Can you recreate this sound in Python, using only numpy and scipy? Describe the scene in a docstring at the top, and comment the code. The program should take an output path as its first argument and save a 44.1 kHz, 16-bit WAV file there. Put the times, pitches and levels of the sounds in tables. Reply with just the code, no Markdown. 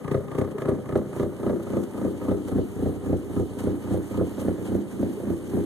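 """A four-cylinder turbo engine idles with a lope: firings build up to a loud chug every eighth beat.
Each firing rings exhaust resonances with a pressure pulse and a puff of gas noise, followed by echoes.
The listener goes from behind the car towards its side, then partly back; rasp fades, engine bay hiss grows.
Ticks, spits, gas crackle, tonal burbles and pressure snaps join in.
Two close microphone ports are cross-fed through a short delay to widen the picture."""
import sys
import numpy as np
from scipy import signal
from scipy.fft import rfft, irfft, next_fast_len
from scipy.io import wavfile

SR = 44100
rng = np.random.default_rng(int(sys.argv[2]) if len(sys.argv) > 2 else 0)


def pcm_store(signal):
    """Save signal as 16-bit PCM."""
    levels = np.round(np.clip(np.atleast_2d(signal), -1, 1) * 32767)
    wavfile.write(sys.argv[1], SR, levels.astype(np.int16).T)


N = 249165

# onsets of the eight beats from chug to chug, closest around the chug: [share of the lope]
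BEATS = [0, .1217, .2455, .372, .4995, .627, .7544, .8787]


def from_db(db):
    """Decibels to gain."""
    return 10 ** (np.asarray(db) / 20)


def rms_one(x):
    """Scales all rows so that the first has rms 1."""
    return x / np.sqrt(np.mean(x[0] ** 2) + 1e-20)


def in_time(rows):
    """Second column of a curve at every sample."""
    return np.interp(np.arange(N) / SR, *np.transpose(rows))


def clicks(s, sizes):
    """A click of each size at each time that falls inside the scene."""
    at = np.round(s * SR).astype(int)
    inside = (at >= 0) & (at < N)
    return np.bincount(at[inside], sizes[inside], N)


def grains(per_s, spread_db):
    """Clicks at random moments, most small, a few large."""
    sizes = from_db(spread_db * np.minimum(rng.exponential(1, N), 4))
    return sizes * (rng.random(N) < per_s / SR)


def dying(impulses, decay_s):
    """Each click adds an exponentially dying envelope that starts at the click's size."""
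    return signal.lfilter([1], [1, -np.exp(-1 / (decay_s * SR))], impulses + 1e-18)


def resonance(x, hz, width_hz):
    """Two-pole peak applied twice, so that its skirts stay dark; gain 1 on top."""
    r = np.exp(-np.pi * width_hz / SR)
    g = (1 - r * r) / 2
    section = [g, 0, -g, 1, -2 * r * np.cos(2 * np.pi * hz / SR), r * r]
    return signal.sosfilt([section] * 2, x)


def coloured_noise(colour):
    """A pair of unrelated noises, coloured by the first and last level columns."""
    hz, colour = np.fft.rfftfreq(N, 1 / SR) + 1, np.array(colour)
    log_hz, log_points = np.log(hz), np.log(colour[:, 0])
    shape_db = [np.interp(log_hz, log_points, colour[:, c], left=-60) for c in (1, -1)]
    spectrum = rfft(rng.standard_normal((2, N))) * from_db(shape_db)
    return rms_one(irfft(spectrum, N))


def hiss_db(s):
    """The hiss swells with each lope and flares now and then, rising faster than it fades."""
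    # engine bay hiss along the walk: [t/s, level/dB]
    bay_walk = [(0, -57.5), (0.9, -57.5), (1.5, -55), (2.3, -53.5), (2.8, -54), (3.5, -54.5), (4.2, -52),
                (4.8, -53.5), (5.65, -53)]
    # brief changes of hiss level, mostly up: [peak t/s, change/dB, fall length/s]
    flare_table = [(0.12, 8, 0.013), (0.388, 9.5, 0.011), (0.514, 6, 0.013), (0.61, 4, 0.022),
                   (0.692, 7.5, 0.012), (0.973, 6.5, 0.011), (1.167, 2.5, 0.062), (1.628, 4.5, 0.013),
                   (1.835, 6.5, 0.0076), (1.975, 2.5, 0.012), (2.478, 5.5, 0.016), (2.784, -1, 0.018),
                   (3.176, 2.5, 0.028), (3.591, 6.5, 0.015), (3.754, 3, 0.015), (3.825, 2.5, 0.018),
                   (3.928, 4, 0.027), (4.12, 3.5, 0.026), (4.268, 4, 0.017), (4.398, 6, 0.029),
                   (4.59, 2, 0.035), (4.658, 5, 0.027), (4.913, 3.5, 0.016), (5.499, 6, 0.0073)]
    swing_db, lead_lopes, rise_share = 1, 0.11, 0.38
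    t = np.arange(N) / SR
    lopes = np.interp(t, s, np.arange(len(s)) / len(BEATS))
    flares_db = 0
    for top_s, change_db, fall_s in flare_table:
        length_s = np.where(t < top_s, rise_share * fall_s, fall_s)
        flares_db = flares_db + change_db * np.exp(-((t - top_s) / length_s) ** 2)
    # the swell peaks ahead of the chug
    swell_db = swing_db * np.cos(2 * np.pi * (lopes + lead_lopes))
    return in_time(bay_walk) + swell_db + flares_db


def hiss(s, rasp_db):
    """Bright noise whose bands flicker apart, loose valve gear ticks on its treble, a gas spit per firing."""
    # hiss spectrum: [f/Hz, common relative level/dB, port difference relative level/dB]
    bay_colour = [(694, 21, 14), (1000, 14, 12), (1340, 9, 13.5), (2740, 4, 4.5), (2948, 9.5, 5),
                  (3470, 1.5, 1), (5420, -1.5, -6.5), (6130, 3.5, -1.5), (8600, 6, 0.5), (10800, 5, -0.5),
                  (12000, 1, -16), (12700, -0.5, 0.5), (14200, 4.5, -9)]
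    # spit spectrum: [f/Hz, relative level/dB]
    spit_colour = [(1500, -10), (2500, 16.5), (4000, -1), (5500, -4), (8000, 6), (14000, -4)]
    # borders between flickering bands: [f/Hz]
    split_hz = [2600, 5200, 7800, 10400]
    spit_db, lag_s, spit_decay_s = -29.5, .004, .005
    ticks_per_s, tick_db, firing_tick_db = 40, -8.5, -6.5   # relative to the hiss
    tick_spread_db, tick_decay_s, flicker_db = 3.5, 0.0017, 1.62

    spit = dying(clicks(s + lag_s, from_db(rasp_db + spit_db)), spit_decay_s)
    shared = rng.standard_normal(len(s))   # ties flicker to firing ticks
    firing_ticks = clicks(s + lag_s, from_db(firing_tick_db + tick_spread_db * shared))
    stray_ticks = from_db(tick_db) * grains(ticks_per_s, tick_spread_db)
    ticks = dying(firing_ticks + stray_ticks, tick_decay_s)

    t = np.arange(N) / SR
    spectrum = rfft(coloured_noise(bay_colour))
    band = np.digitize(np.fft.rfftfreq(N, 1 / SR), split_hz)
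    bay = 0
    for k in range(band.max() + 1):
        drift = 0.69 * shared + 0.82 * rng.standard_normal(len(s))
        flicker = from_db(flicker_db * np.interp(t, s, drift))
        ticking = 1 + ticks * (k > 0)      # lowest band stays free of ticks
        bay = bay + flicker * ticking * irfft(spectrum * (band == k), N)
    return bay * from_db(hiss_db(s)) + coloured_noise(spit_colour) * spit


def hoots():
    """Each burble is a short tone that swells and fades as half a sine."""
    # tonal burbles between chugs: [t/s, level/dB, f/Hz]
    burbles = [(0.176, -29, 419), (0.543, -23.5, 414), (4.582, -34, 349), (5.164, -28, 420)]
    length_s = 0.03
    t, out = np.arange(N) / SR, np.zeros(N)
    for s, level_db, hz in burbles:
        swell = np.sin(np.pi * np.clip((t - s) / length_s, 0, 1))
        out += from_db(level_db) * swell * np.sin(2 * np.pi * hz * (t - s))
    return out


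def crackle(s, crack_db):
    """Uneven small gas pops ring at one of six pitches, louder under strong firings."""
    per_s, level_db, spread_db = 900, -58, 3
    follows = 0.46                         # share of the firing's crack dB
    cycles, tilt_db_per_octave = 3.94, -8.5
    pitches_hz = np.geomspace(646, 1700, 6)
    sizes = grains(per_s, spread_db) * rng.choice([-1, 1], N)
    dealt = rng.integers(0, len(pitches_hz), N)
    tilt = from_db(tilt_db_per_octave * np.log2(pitches_hz / pitches_hz[0]))
    gas_pops = 0
    for k, hz in enumerate(pitches_hz):
        own = sizes * (dealt == k) + 1e-18
        gas_pops = gas_pops + tilt[k] * resonance(own, hz, hz / cycles)
    swell_db = np.interp(np.arange(N) / SR, s, follows * (crack_db - crack_db.mean()))
    return from_db(level_db + swell_db) * rms_one([gas_pops])[0]


def snaps():
    """One pressure hump each, falling faster than it rises; common part only."""
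    # bare pressure snaps at the head of chugs: [t/s, level/dB]
    snap_table = [(0.4162, -25), (2.314, -14), (2.8603, -9), (3.1309, -4.5), (3.403, -10), (3.673, -10),
                  (3.946, -19), (4.2144, -10.5), (4.4847, -7.5), (4.7529, -8.5), (5.0314, -11),
                  (5.3048, -10.5), (5.5785, -12.5)]
    rise_s, fall_s = 0.00058, 0.00054      # Gaussian sigmas
    s, db = np.transpose(snap_table)
    t = np.arange(-220, 221) / SR
    hump = np.exp(-.5 * (t / np.where(t < 0, rise_s, fall_s)) ** 2)
    return np.outer([1, 0], signal.fftconvolve(clicks(s, from_db(db)), hump, "same"))


def firings():
    """Firing times and relative thump, bark, rasp and crack dB, shaped by lope, chug and walk."""
    # loudest firing of each lope: [t/s, strength/dB, sharpness/dB, added to the next two firings/dB]
    chug_table = [(0.143, 5, 3, -0.5), (0.411, 2.0, 6, 5), (0.682, 3.5, 3.5, 9), (0.954, 3.5, 4, -0.5),
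                  (1.227, 1.5, 1.5, 0.5), (1.495, 3.5, 4, 3), (1.765, 3, 2.5, 0), (2.045, 3, 0.5, 0.5),
                  (2.312, 0.5, 2, 0), (2.58, -0.5, 0.5, -5), (2.856, -3.5, 4, 0), (3.125, -0.5, 3.5, -3.5),
                  (3.395, 1, 1, -20), (3.668, 0.5, 2.5, 3), (3.938, -1, 4.5, 4), (4.207, 2, 3, -1.5),
                  (4.479, 2.5, 1.5, -1.5), (4.747, 3.5, 2, 0), (5.026, 2.5, 1, 3), (5.299, 3.5, -3, -1.5),
                  (5.567, 6.5, -3.5, -2.5)]
    # strength of each beat: [thump/dB, bark/dB, rasp/dB, crack/dB]
    lope_table = [(7, -1, 8, 4), (-5.5, -4.5, -12, -11.5), (-8, -11.5, -15, -17), (-2.5, -18, -15, -15.5),
                  (-8.5, -17, -13, -30), (-3.5, -11.5, 3.5, -11.5), (1.5, -7.5, 7.5, -5.5),
                  (4.5, -0.8, 9, -4)]
    # firings between chugs, mostly the three building up to each:
    # [t/s, added to thump and bark/dB, added to crack/dB, added to rasp/dB]
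    pop_table = [(0.042, 1.5, -15, 2), (0.076, 0, -4.5, 2), (0.111, -1, 2, 3), (0.278, 4, -7, 13),
                 (0.312, 5, 2, 1.5), (0.347, 3.5, 0.5, -3.5), (0.38, 7.5, 5.5, -2), (0.579, 3, 4.5, 3.5),
                 (0.616, -1, 2.5, 1), (0.652, 1, -3, -2.5), (0.786, -4, 5, -4), (0.854, 0.5, -11, -4),
                 (0.888, -2.5, -3.5, -3), (0.921, 0, -6, -5.5), (1.126, -1, -1, 1), (1.159, -0.5, 2, 0),
                 (1.194, 3, 5, 6.5), (1.395, 4, 2.5, 3), (1.428, 1, 2.5, 0), (1.461, 2.5, 7, 0),
                 (1.594, 2, 5.5, 18), (1.632, 3, 15, -7), (1.664, 1.5, 4, -1), (1.699, 1, -3, -2),
                 (1.73, -2, 3.5, -2), (1.941, 1.5, 0, -1), (1.975, 0.5, -1, -3), (2.011, -2.5, 3, -1),
                 (2.212, 5, 5, 3.5), (2.246, -0.5, 2, -8), (2.28, 4.5, 3.5, 3.5), (2.447, 8.5, 6, 2),
                 (2.48, -5, 7.5, 6), (2.514, 4, 3.5, 3), (2.548, 2.5, -2, -4), (2.753, 2, -2, -4),
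                 (2.787, 2, 0, -10), (2.822, 2, 2.5, 3), (3.025, 2, 2, 0), (3.059, 2.5, -1.5, 7),
                 (3.092, 0, 1.5, -17), (3.294, 1.5, 1.5, -2), (3.33, -4, -2.5, 5), (3.362, 1.5, 0.5, 10),
                 (3.566, 1, 0, 4), (3.6, -2, -1, -3), (3.635, -1.5, -1.5, -1), (3.837, 3.5, 2.5, 1),
                 (3.871, 1, -2, 1), (3.905, 4.5, -2, 0), (4.107, 4, 3, -8), (4.141, 2, -8, 12),
                 (4.174, 1.5, 1.5, 6.5), (4.378, 4, 7.5, -14), (4.412, -1, 2, 12), (4.446, -1, -2, 8),
                 (4.579, 1.5, 12.5, 5.5), (4.612, 9.5, 2, 3.5), (4.649, 0.5, 1, 2.0), (4.682, 2, 1.5, -4),
                 (4.715, 1.5, 2.5, 5), (4.922, 1, -14, -5.5), (4.958, -3.5, -13, -1), (4.992, 1, -6, 5),
                 (5.197, 1, 14.5, -3), (5.232, -1.5, 3.5, 1.0), (5.266, -0.5, 6, 4), (5.466, -2, -13, -1.5),
                 (5.5, -3, -10, -8), (5.533, 1, -5, -5)]
    # exhaust along the walk: [t/s, thump relative level/dB, rasp relative level/dB, crack relative level/dB]
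    tailpipe = [(0, -29, -38.5, -16), (0.45, -37, -33, -21), (0.9, -29.5, -34.5, -15),
                (1.35, -34, -40.5, -20.5), (1.8, -34, -36.5, -21), (2.3, -33.5, -37, -21),
                (2.9, -31, -51.5, -22.5), (3.6, -31, -47, -23.5), (4.3, -31, -49, -21),
                (4.9, -34.5, -64, -27), (5.65, -32.5, -65, -22.5)]
    thump_follows, edge_follows = 0.08, 0.98   # share of chug strength in thump; in crack and rasp
    uneven_db = 1.5                            # scatter of firings between chugs

    chugs, lope, beats, pops = (np.array(x) for x in (chug_table, lope_table, BEATS, pop_table))
    span_s = np.diff(chugs[:, 0]).mean()
    starts = np.r_[chugs[0, 0] - span_s, chugs[:, 0], chugs[-1, 0] + span_s]
    rows = np.vstack([chugs[0], chugs, chugs[-1]])
    s = starts[:-1, None] + np.diff(starts)[:, None] * beats
    extra = uneven_db * rng.standard_normal(s.shape) * (beats > 0)
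    extra[:, 1:3] += rows[:-1, 3:]

    late = np.clip(2 * beats - .5, 0, 1)   # the build-up belongs to the coming chug
    strength, sharp = (rows[:-1, c, None] * (1 - late) + rows[1:, c, None] * late for c in (1, 2))
    when, *walk = np.transpose(tailpipe)
    thump_db, rasp_db, crack_db = (np.interp(s, when, db) for db in walk)
    edge = edge_follows * strength + sharp
    levels = np.array([thump_db + thump_follows * strength, strength, rasp_db + edge, crack_db + edge])
    levels = levels + lope.T[:, None]

    s, extra = s.ravel(), np.tile(extra.ravel(), (len(levels), 1))
    nearest = np.abs(s - pops[:, :1]).argmin(axis=1)   # a listed pop takes the place of its beat
    s[nearest] = pops[:, 0]
    extra[:, nearest] = pops[:, [1, 1, 3, 2]].T
    return s, levels.reshape(extra.shape) + extra


def arriving(pair, column):
    """A lead at the left port adds the slope of the common sound to the port difference."""
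    # left port's lead over the right: [t/s, thump/samples, bark/samples, crack/samples]
    lead_table = [(0.301, 11.5, 1.5, 4), (1.099, 4.5, 1, -0.5), (1.801, -7, 4, -1.5), (2.5, 1, 1, 3.5),
                  (3.2, 8, -3.5, -0.5), (3.9, 4, -4, -1.5), (4.6, 4, -4.5, -2), (5.4, 9, -2, -4)]
    lead = in_time(np.array(lead_table)[:, [0, column]])
    return pair - np.outer([0, .5], lead * np.gradient(pair[0]))


def exhaust(s, levels_db, modes, rms_db, echo_db, rough, lag_s, decay_s, flow_db, scatter_db):
    """Pressure pulse and gas puff per firing ring the pipe; rows: common part, port difference.

    rough: gas noise share; lag_s: delay through the pipe; decay_s: puff; flow_db: steady gas flow;
    scatter_db: from firing to firing; echo_db: added to echoes.
    """
    # listener's place: [t/s, 0 behind the car - 1 beside it]
    walk_table = [(0, 0.22), (1.0, 0.37), (1.8, 0.57), (2.6, 0.872), (5.65, 0.51)]
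    # direct sound, ground, car side, wall, two round trips in the pipe: [delay behind/s, delay beside/s]
    arrivals = [(0, 0), (.0022, .004), (.0062, 0.011), (.022, 0.019), (.0306, .0306), (.0612, 0.059)]
    # the same arrivals: [common behind/dB, common beside/dB, port difference behind/dB, beside/dB]
    path_levels = [(-12.5, -5, -25, -6), (-11, -11.5, -32, -9.5), (-17, -5.5, -25.5, -11.5),
                   (-21.5, -14.5, -26, -10), (-19.5, -10.5, -30, -10), (-24, -16.5, -44, -15)]
    walk, here = in_time(walk_table), np.interp(s, *np.transpose(walk_table))
    paths = np.hstack([arrivals, path_levels])
    delay_s, common_db, apart_db = (
        paths[:, c, None] * (1 - here) + paths[:, c + 1, None] * here for c in (0, 2, 4))
    common_db[1:] += echo_db
    arrive_s = (s + lag_s + delay_s).ravel()
    size = from_db(levels_db - levels_db.max())
    noise = rng.standard_normal((2, N)) / np.sqrt(decay_s * SR / 2)
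    out = np.zeros((2, N))
    for k, (hz, width_hz, behind_db, beside_db, ports_db) in enumerate(modes):
        blow = size * from_db(scatter_db * rng.standard_normal(len(s)))
        pulse = np.array([clicks(arrive_s, (blow * from_db(db)).ravel()) for db in (common_db, apart_db)])
        puff = dying(pulse[0], decay_s) + from_db(flow_db)
        common_gain = from_db(behind_db + walk * (beside_db - behind_db))
        gain = np.array([common_gain, np.full(N, from_db(ports_db))])
        drive = gain * ((1 - rough) * pulse + rough * puff * noise)
        out += (-1) ** k * resonance(drive, hz, width_hz)   # neighbours in opposite phase
    return from_db(rms_db) * rms_one(out)


def rasp(s, rasp_db):
    """Broad high resonances blown by short, noisy puffs."""
    # resonances: [f/Hz, one-pass width/Hz, behind/dB, beside/dB, port difference/dB], relative levels
    modes = [(903, 290, -39.5, -31.5, -39), (1102, 83, -33.5, -45, -41), (1210, 107, -26, -37, -44),
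             (1278, 114, -43, -30, -44), (1676, 180, -29, -68, -37), (2030, 670, -35, -70, -50.5),
             (3510, 3000, -65.5, -69, -66)]
    return exhaust(s, rasp_db, modes, rms_db=-55, echo_db=-4.5,
                   rough=.25, lag_s=.003, decay_s=.0025, flow_db=-32, scatter_db=1.5)


def crack(s, crack_db):
    """Mid resonances struck by each firing, plus the bare snaps."""
    # resonances: [f/Hz, one-pass width/Hz, behind/dB, beside/dB, port difference/dB], relative levels
    modes = [(277, 259, -21.5, -15, -25.5), (408, 191, -23, -11, -29), (501.6, 105.5, -13, -16.5, -25.5),
             (616, 156, -31.5, -26.5, -35.5), (701, 160, -40.5, -29, -38), (809, 117, -51.5, -30.5, -51)]
    rung = exhaust(s, crack_db, modes, rms_db=-33, echo_db=-2.3,
                   rough=.09, lag_s=.0015, decay_s=.004, flow_db=-24, scatter_db=1)
    return arriving(rung + snaps(), column=3)


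def bark(s, bark_db):
    """Low-mid resonances struck by each firing."""
    # resonances: [f/Hz, one-pass width/Hz, behind/dB, beside/dB, port difference/dB], relative levels
    modes = [(164.2, 44.3, -6, -5.5, -14), (203.6, 32, 5.5, -3.5, -22), (251.43, 51.4, -13, 2, -17),
             (300.8, 20, -25.5, -1, -21), (333.2, 24, -5.5, -1, -21), (345, 91.5, -9.5, -3.5, -24),
             (361.9, 37, -11.5, 2.5, -13), (403, 18.6, -6, -7.5, -24)]
    rung = exhaust(s, bark_db, modes, rms_db=-26, echo_db=-4.5,
                   rough=.07, lag_s=.0015, decay_s=.008, flow_db=-16, scatter_db=1)
    return arriving(rung, column=2)


def thump(s, thump_db):
    """Lowest resonances, with narrow boom tones that swell and sink along the walk."""
    # resonances: [f/Hz, one-pass width/Hz, behind/dB, beside/dB, port difference/dB], relative levels
    thump_modes = [(48.6, 51, 3, 5, -42), (92, 76, 7, -0.5, -10.5), (133.7, 66, 14, -0.5, -55)]
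    # narrow boom resonances: [f/Hz, one-pass width/Hz, behind/dB, beside/dB, port difference/dB], relative
    boom_modes = [(61.7, 18, -12, -1, -18), (93.06, 14, 8.5, 1, -15)]
    # boom along the walk: [t/s, relative level added to the thump/dB]
    boom_walk = [(0, 4), (0.6, 4), (1.2, -3), (1.8, -5), (2.3, -2), (2.9, 2), (3.4, 2.5), (4.0, -3),
                 (4.6, -6), (5.1, -3), (5.65, 7)]
    gas = dict(rough=.03, lag_s=.001, decay_s=.012, flow_db=-20, scatter_db=1)
    boom_db = thump_db + np.interp(s, *np.transpose(boom_walk))
    deep = exhaust(s, thump_db, thump_modes, rms_db=-25.5, echo_db=-.1, **gas)
    boom = exhaust(s, boom_db, boom_modes, rms_db=-35.5, echo_db=-1, **gas)
    return arriving(deep + boom, column=1)


def scene():
    """Both microphone ports: the common sound minus and plus what differs."""
    s, (thump_db, bark_db, rasp_db, crack_db) = firings()
    pipe = thump(s, thump_db) + bark(s, bark_db) + crack(s, crack_db) + rasp(s, rasp_db)
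    common, apart = pipe + hiss(s, rasp_db)
    common = common + hoots() + crackle(s, crack_db)
    return np.array([common - apart, common + apart])


def record(dry):
    """Each port loses a delayed copy of the other, combing mid and side in turn; both ends are cut."""
    lag_samples, dull_hz, treble_share = 17, 4240, 0.32
    low_cut_hz, high_cut_hz = 44, 13950
    mid, side = (dry[0] + dry[1]) / 2, (dry[0] - dry[1]) / 2
    size = next_fast_len(N + SR // 10)
    hz = np.fft.rfftfreq(size, 1 / SR)
    lag = np.exp(-2j * np.pi * hz * lag_samples / SR)
    share = treble_share + (1 - treble_share) / (1 + (hz / dull_hz) ** 10)   # shallower mid notches in treble
    mid = irfft(rfft(mid, size) * (1 - share * lag), size)[:N]
    side = irfft(rfft(side, size) * (1 + lag), size)[:N]
    low_cut = signal.butter(6, low_cut_hz, "high", fs=SR, output="sos")
    high_cut = signal.ellip(16, .3, 85, high_cut_hz, fs=SR, output="sos")
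    return signal.sosfilt(high_cut, signal.sosfilt(low_cut, [mid + side, mid - side]))


dry = scene()
out = record(dry)
pcm_store(out)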